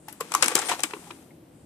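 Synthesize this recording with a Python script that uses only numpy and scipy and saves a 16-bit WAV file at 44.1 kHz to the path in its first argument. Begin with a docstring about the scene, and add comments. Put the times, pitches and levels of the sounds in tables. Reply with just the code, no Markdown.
"""In a hard room, close to a microphone with two openings, a jammed sheet is dragged into a printer.
Creases snap as bursts of grainy noise, and panels of the sheet buckle with short hollow pops made of
unsteady ringing tones. Hiss and tiny crackles rustle between them, and a sliding edge whistles briefly.
The room rings on as noise that dies away, over a low hum and hiss made of coloured noise."""
import sys
import numpy as np
from scipy import signal
from scipy.fft import rfft, irfft
from scipy.io import wavfile
from scipy.ndimage import uniform_filter1d

SR = 44100
rng = np.random.default_rng(int(sys.argv[2]) if len(sys.argv) > 2 else 0)


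def ratio_of_db(decibels):
    """Turn decibels (scalar or array-like) into linear amplitude factors; 0 dB maps to 1."""
    return 10 ** (np.asarray(decibels, float) / 20)


def to_wav(s):
    """Save 16-bit WAV."""
    ch = np.atleast_2d(s).T  # columns
    pcm = np.round(np.clip(ch, -1, 1) * 32767)  # PCM
    wavfile.write(sys.argv[1], SR, pcm.astype(np.int16))


N = 72765  # length in samples


def evened(x):
    """Scales x to an rms of 1."""
    return x / np.sqrt(np.mean(x ** 2) + 1e-20)


def read(points, hz):
    """Reads a curve of (pitch_hz, value) points, with straight lines on a log pitch scale."""
    point_hz, value = np.transpose(points)
    return np.interp(np.log(hz + 1), np.log(point_hz + 1), value)


def colour(x, points):
    """Shapes x by a spectrum in dB."""
    hz = np.fft.rfftfreq(x.shape[-1], 1 / SR)
    return irfft(rfft(x) * ratio_of_db(read(points, hz)), x.shape[-1])


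def ports(pair, same, balance, lead):
    """Two unrelated versions of a sound are mixed into the left and right microphone signals."""
    hz = np.fft.rfftfreq(N, 1 / SR)
    first, second = rfft(pair)
    likeness = np.clip(read(same, hz), -1, 1)
    tilt = ratio_of_db(read(balance, hz) / 2)
    right = likeness * first + np.sqrt(1 - likeness ** 2) * second
    right = right * np.exp(-1j * read(lead, hz))
    return irfft(np.array([first * tilt, right / tilt]) * 2 / (tilt + 1 / tilt), N)


# colour of room hum and microphone hiss: pitch_hz, relative level_db
HUM_COLOUR = [(15, -60), (25, -36.5), (75, -11.5), (164, -7), (209, -11), (322, -5.5), (410, -20),
              (522, -15.5), (1110, -29), (6370, -42.5), (8300, -34), (11500, -43), (14500, -45),
              (14750, -81)]
# how alike the hum is on both sides: pitch_hz, likeness (1 = same)
HUM_LIKENESS = [(60, 1), (130, 1), (290, 0.95), (640, 0.43), (1410, 0), (3100, 0.53), (6820, -0.0),
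                (15000, 0.3)]
# how much louder the hum is on the left: pitch_hz, left_over_right_db
HUM_SIDES = [(60, -3.5), (180, 3), (550, 2.5), (1650, 0), (4970, 1), (15000, 9.5)]
# the deepest hum and the high hiss waver: time_s, hum_change_db, hiss_change_db
HUM_WAVER = [(0.0, -2, 7.5), (0.3, -10, 12), (1.099, -1.5, 13.5), (1.3, -3.5, -1.5), (1.42, 2, -4.5),
             (1.501, -2.5, -1), (1.6, 3.5, 4)]


def hum():
    """Low lumpy room noise with drifting patches over microphone hiss."""
    level_db, patch_db = -51.5, 1.3
    hz, t, z = signal.stft(rng.standard_normal((2, N)), SR, nperseg=2048, noverlap=1536)
    patches = uniform_filter1d(rng.standard_normal(z.shape[1:]), size=4, axis=0)
    patches = evened(uniform_filter1d(patches, size=4, axis=1))
    s, hum_db, hiss_db = np.transpose(HUM_WAVER)
    deep = np.outer(hz < 130, np.interp(t, s, hum_db))
    high = np.outer(abs(hz - 8500) < 2000, np.interp(t, s, hiss_db))
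    lumps = patch_db * patches * (hz < 1200)[:, None]
    z = z * ratio_of_db(read(HUM_COLOUR, hz)[:, None] + lumps + deep + high)
    pair = signal.istft(z, SR, nperseg=2048, noverlap=1536)[1][:, :N]
    no_lead = [(0, 0), (SR, 0)]
    return ratio_of_db(level_db) * evened(ports(pair, HUM_LIKENESS, HUM_SIDES, no_lead))


# how long the far walls ring: pitch_hz, t60_s (time to fall 60 dB)
ROOM_T60 = [(150, 0.5), (400, 3.1), (1000, 0.64), (3000, 1), (8000, 1), (14000, 2.7)]


def room(x):
    """Close reflections and a long tail whose bands die at their own speed."""
    near_db, near_t60_s = -9, 0.12  # desk and printer front
    far_db, far_rise_s = -18, 0.0085  # far walls
    hz, t, z = signal.stft(rng.standard_normal((2, SR)), SR, nperseg=256)
    fading = z * ratio_of_db(-60 * t / read(ROOM_T60, hz)[:, None])
    tail = signal.istft(fading, SR, nperseg=256)[1][:, :SR]
    seconds = np.arange(SR) / SR
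    tail = tail * np.clip(seconds / far_rise_s, 0, 1)
    near = rng.standard_normal((2, SR)) * ratio_of_db(-60 * seconds / near_t60_s)
    far_part = ratio_of_db(far_db) * tail / np.linalg.norm(tail[0])
    near_part = ratio_of_db(near_db) * near / np.linalg.norm(near[0])
    return signal.fftconvolve(x[:1], far_part + near_part, axes=1)[:, :N]


# paper sliding: time_s, level_db (before the trim in rustle)
DRAG_LEVEL = [(0, -76), (.1, -51.5), (.19, -59), (.22, -48), (0.297, -47.5), (0.359, -34.5), (0.416, -37.5),
              (.44, -37), (.5, -31), (0.548, -37.5), (.565, -23), (0.6, -32.5), (.62, -34.5),
              (0.681, -34.5), (0.704, -29), (0.728, -28), (0.759, -40.5), (.95, -49.5), (1.08, -50),
              (1.218, -57.5), (1.399, -71)]
# colour of the sliding hiss: pitch_hz, relative level_db
RUSTLE_COLOUR = [(59, -52.5), (100, -20.5), (299, 0), (711, -4.5), (842, -0.5), (1310, -4.5), (3920, -11),
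                 (8750, -13.5), (14500, -25)]


def rustle():
    """Sliding hiss and tiny random crackles follow the drag on the sheet."""
    trim_db, crackles_per_s, spread_db = -1, 1800, 3.3
    share = 0.42  # part of the hiss level that the crackles control
    strength = ratio_of_db(spread_db * np.minimum(rng.exponential(1, N), 4))
    crackles = strength * (rng.random(N) < crackles_per_s / SR)
    crackles = evened(signal.lfilter([1], [1, -0.94], crackles))  # each click fades quickly
    hiss = evened(colour(rng.standard_normal((2, N)), RUSTLE_COLOUR))
    s, db = np.transpose(DRAG_LEVEL)
    drag = ratio_of_db(trim_db + np.interp(np.arange(N) / SR, s, db))
    return hiss * (1 - share + share * crackles) * drag


# an edge whistles as it slides: loudest_s, swell_s, pitch_hz, level_db
EDGE_SQUEAKS = [(0.677, 0.057, 8740, -35)]


def squeak():
    """A narrow band of noise swells, then stops faster than it came."""
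    reach_hz = 2 * 532  # distance from the centre at which the band is 60 dB down
    out, t = np.zeros((2, N)), np.arange(N) / SR
    for s, swell_s, hz, db in EDGE_SQUEAKS:
        band = [(hz - reach_hz, -60), (hz, 0), (hz + reach_hz, -60)]
        whistle = evened(colour(rng.standard_normal((2, N)), band))
        width_s = np.where(t < s, swell_s / 2, swell_s / 5)
        out += ratio_of_db(db) * whistle * np.exp(-((t - s) / width_s) ** 2)
    return out


# small panels buckling: start_s, level_db (before the lift in pops), pitch_hz, t60_ms (3 at least)
PANEL_POPS = [(0.0815, -36, 857, 32), (0.202, -34.5, 1097, 44), (0.208, -20.5, 1050, 23.2),
              (0.3185, -20, 970, 13), (0.339, -25, 1150, 28), (0.349, -8, 1087, 16.6),
              (0.358, -25.5, 1180, 19), (0.424, -23.5, 1120, 10), (0.434, -28, 1030, 5.7),
              (0.512, -33.5, 1114, 45), (0.566, -28, 1083, 31), (0.58, -22.5, 1400, 19),
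              (0.592, -29, 810, 41), (0.619, -30, 1360, 36), (0.69, -30, 712, 80), (0.715, -14, 944, 33.8),
              (0.736, -13.5, 834, 7.7), (0.794, -31.5, 895, 19), (0.807, -39, 860, 23),
              (0.9345, -23.5, 986, 15), (0.965, -40, 1070, 32), (1.068, -47.5, 813, 190),
              (1.105, -32, 961, 22), (1.306, -54.5, 2136, 38)]
# the whole sheet flexing against the tray: same columns, start_s, level_db, pitch_hz, t60_ms
SHEET_FLEXES = [(0.2085, -17.5, 472, 21), (0.423, -32, 509, 130), (0.446, -27, 322, 34),
                (0.458, -20, 277, 30), (0.483, -25.5, 340, 24), (0.517, -27, 502, 59),
                (0.552, -19, 375, 44), (0.717, -18, 535, 17), (0.79, -39, 362, 46), (0.838, -31, 311, 72),
                (0.909, -34.5, 312, 26), (0.935, -23.5, 408, 33), (0.963, -38.5, 325, 92),
                (1.107, -39, 346, 58)]


def pops():
    """Each buckling panel or flexing sheet rings a few unsteady cycles."""
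    rise_cycles, lift_db = 0.97, 5.0
    noise_share, wander_rad = 0.17, 0.41  # unrest of loudness and of phase
    out, rows = np.zeros((2, N)), PANEL_POPS + SHEET_FLEXES
    t = np.arange(6000) / SR
    quarter_turn = np.array([[0], [np.pi / 2]])  # sets the two versions apart
    for (s, db, hz, t60_ms), phase in zip(rows, rng.uniform(0, 2 * np.pi, len(rows))):
        smoother = np.hanning(round(3 * SR / hz))  # three cycles long
        ragged = evened(np.convolve(rng.standard_normal(len(t)), smoother, "same"))
        wander = evened(np.convolve(rng.standard_normal(len(t)), smoother, "same"))
        rise = 1 - np.exp(-(t * hz / rise_cycles) ** 2)
        decay = ratio_of_db(db + lift_db - 60000 * t / max(t60_ms, 3))
        ring = np.sin(2 * np.pi * hz * t + wander_rad * wander + phase + quarter_turn)
        pop = (1 + noise_share * ragged) * rise * decay * ring
        part = out[:, round(s * SR):][:, :len(t)]
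        part += pop[:, :part.shape[1]]
    return out


# creases breaking: start_s, treble_db, middle_db, air_db, decay_ms
# levels come before the band offset; decay is the time to fall 20 dB, before the band stretch
CREASE_SNAPS = [(0.083, -35, -45.5, -37, 10.5), (0.0915, -40.5, -65, -52, 29),
                (0.1264, -37, -52.5, -34, 7.5), (0.2055, -21.5, -38, -31, 14),
                (0.3194, -17.5, -34, -37.5, 5), (0.3391, -11, -27.5, -39.5, 4.5),
                (0.3491, -7.5, -27, -16.5, 6), (0.4242, -3.5, -17.5, -33.5, 9.5),
                (0.4336, -12, -19, -36, -2.5), (0.441, -12, -29, -28, 13.5), (0.4597, -9.5, -36, -33, 4),
                (0.482, -5, -23.5, -25.5, 3.5), (0.514, -28, -36.5, -52.5, 18.5),
                (0.5534, 0.5, -22.5, -15, 5), (0.5653, -19, -27, -42, 2.5), (0.587, -16, -33, -42.5, 19.5),
                (0.615, -23.5, -36, -47.5, 16.5), (0.685, -25, -31, -39, 12.5),
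                (0.691, -18, -31.5, -56.5, 22), (0.712, -28, -32.5, -53, 19), (0.7923, -26, -34.5, -50, 8),
                (0.8045, -22.5, -67, -38.5, 4), (0.8344, -9, -24, -26.5, 8.5), (0.908, -37, -41.5, -59, 6),
                (0.9361, -36.5, -31.5, -66, 2.5), (1.1065, -48, -38.5, -72.5, 6)]
# colour of the three snap bands: pitch_hz, relative level_db
TREBLE_COLOUR = [(2800, -36.5), (4500, -6), (6500, -7), (8000, -1.5), (9500, -5.5), (11500, -20)]
MIDDLE_COLOUR = [(250, -19), (700, -4.5), (1600, 2), (2500, 0.5), (4000, -7), (6000, -17), (8000, -35)]
AIR_COLOUR = [(8000, -30), (10000, -2), (14500, -0.5)]
# for treble, middle and air in turn: offset_db
BAND_OFFSET = [-3.5, 8, 7.5]
# for treble, middle and air in turn: stretch of the decay (a plain factor)
BAND_DECAY = [0.74, 1.62, 0.63]


def snaps():
    """Grainy noise in three bands, let through in a burst for each crease; the middle dies slowest."""
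    rise_share, grain_db = 0.13, 1.5  # the rise is a share of the decay
    strain_db, strain_ms = -16, 3.75  # fibres crackle around the break: level under it, time for 20 dB
    smoother = np.hanning(SR // 1000)  # about 1 ms
    grain = ratio_of_db(grain_db * evened(np.convolve(rng.standard_normal(N), smoother, "same")))
    out, t = np.zeros((2, N)), np.arange(N) / SR
    for k, band in enumerate((TREBLE_COLOUR, MIDDLE_COLOUR, AIR_COLOUR)):
        gate = np.zeros(N)
        for row in CREASE_SNAPS:
            start_s, level_db, decay_ms = row[0], row[k + 1] + BAND_OFFSET[k], row[4] * BAND_DECAY[k]
            near = slice(round((start_s - 0.03) * SR), round((start_s + 0.1) * SR))
            ms = (t[near] - start_s) * 1000
            decays = np.maximum(ms, 0) / max(decay_ms, 1.5)  # time counted in decays
            strain = ratio_of_db(strain_db - 20 * abs(ms) / strain_ms)
            burst = (1 - np.exp(-(decays / rise_share) ** 2)) * ratio_of_db(-20 * decays)
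            gate[near] += ratio_of_db(level_db) * (strain + burst)
        out += gate * evened(colour(rng.standard_normal((2, N)), band))
    return evened(grain) * out


# thin paper gives little bass: pitch_hz, level_db
SHEET_COLOUR = [(30, -26.5), (120, 0.5), (220, -5), (300, -1), (13500, 0), (14550, -13.5), (14700, -41)]
# how alike the paper is on both sides: pitch_hz, likeness (1 = same)
PAPER_LIKENESS = [(100, 0.91), (400, 0.93), (1100, 0.86), (2500, 0.23), (8000, 0.2), (14000, 0.19)]
# how much louder the paper is on the left: pitch_hz, left_over_right_db
PAPER_SIDES = [(60, -2), (300, 0.5), (1300, 2.5), (2400, 4.5), (4400, 3.5), (8100, 16.5), (11000, 11.5),
               (15000, 1.5)]
# how far the left side runs ahead: pitch_hz, lead_radians
PAPER_AHEAD = [(1200, 0.57), (1600, 1.9), (2000, 0.24), (3000, 4.5), (14000, 22)]


def scene():
    """The paper and its room reach both microphone openings, over the hum."""
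    paper = colour(snaps() + pops() + rustle() + squeak(), SHEET_COLOUR)
    return ports(paper + room(paper), PAPER_LIKENESS, PAPER_SIDES, PAPER_AHEAD) + hum()


def band_limit(x):
    """A steep low-pass at the top of the band."""
    return signal.sosfilt(signal.butter(12, 15610, fs=SR, output="sos"), x)


def record(dry):
    """Peaks beyond full scale are cut flat."""
    mix = np.clip(dry, -1, 1)
    return band_limit(mix)


dry = scene()
out = record(dry)
to_wav(out)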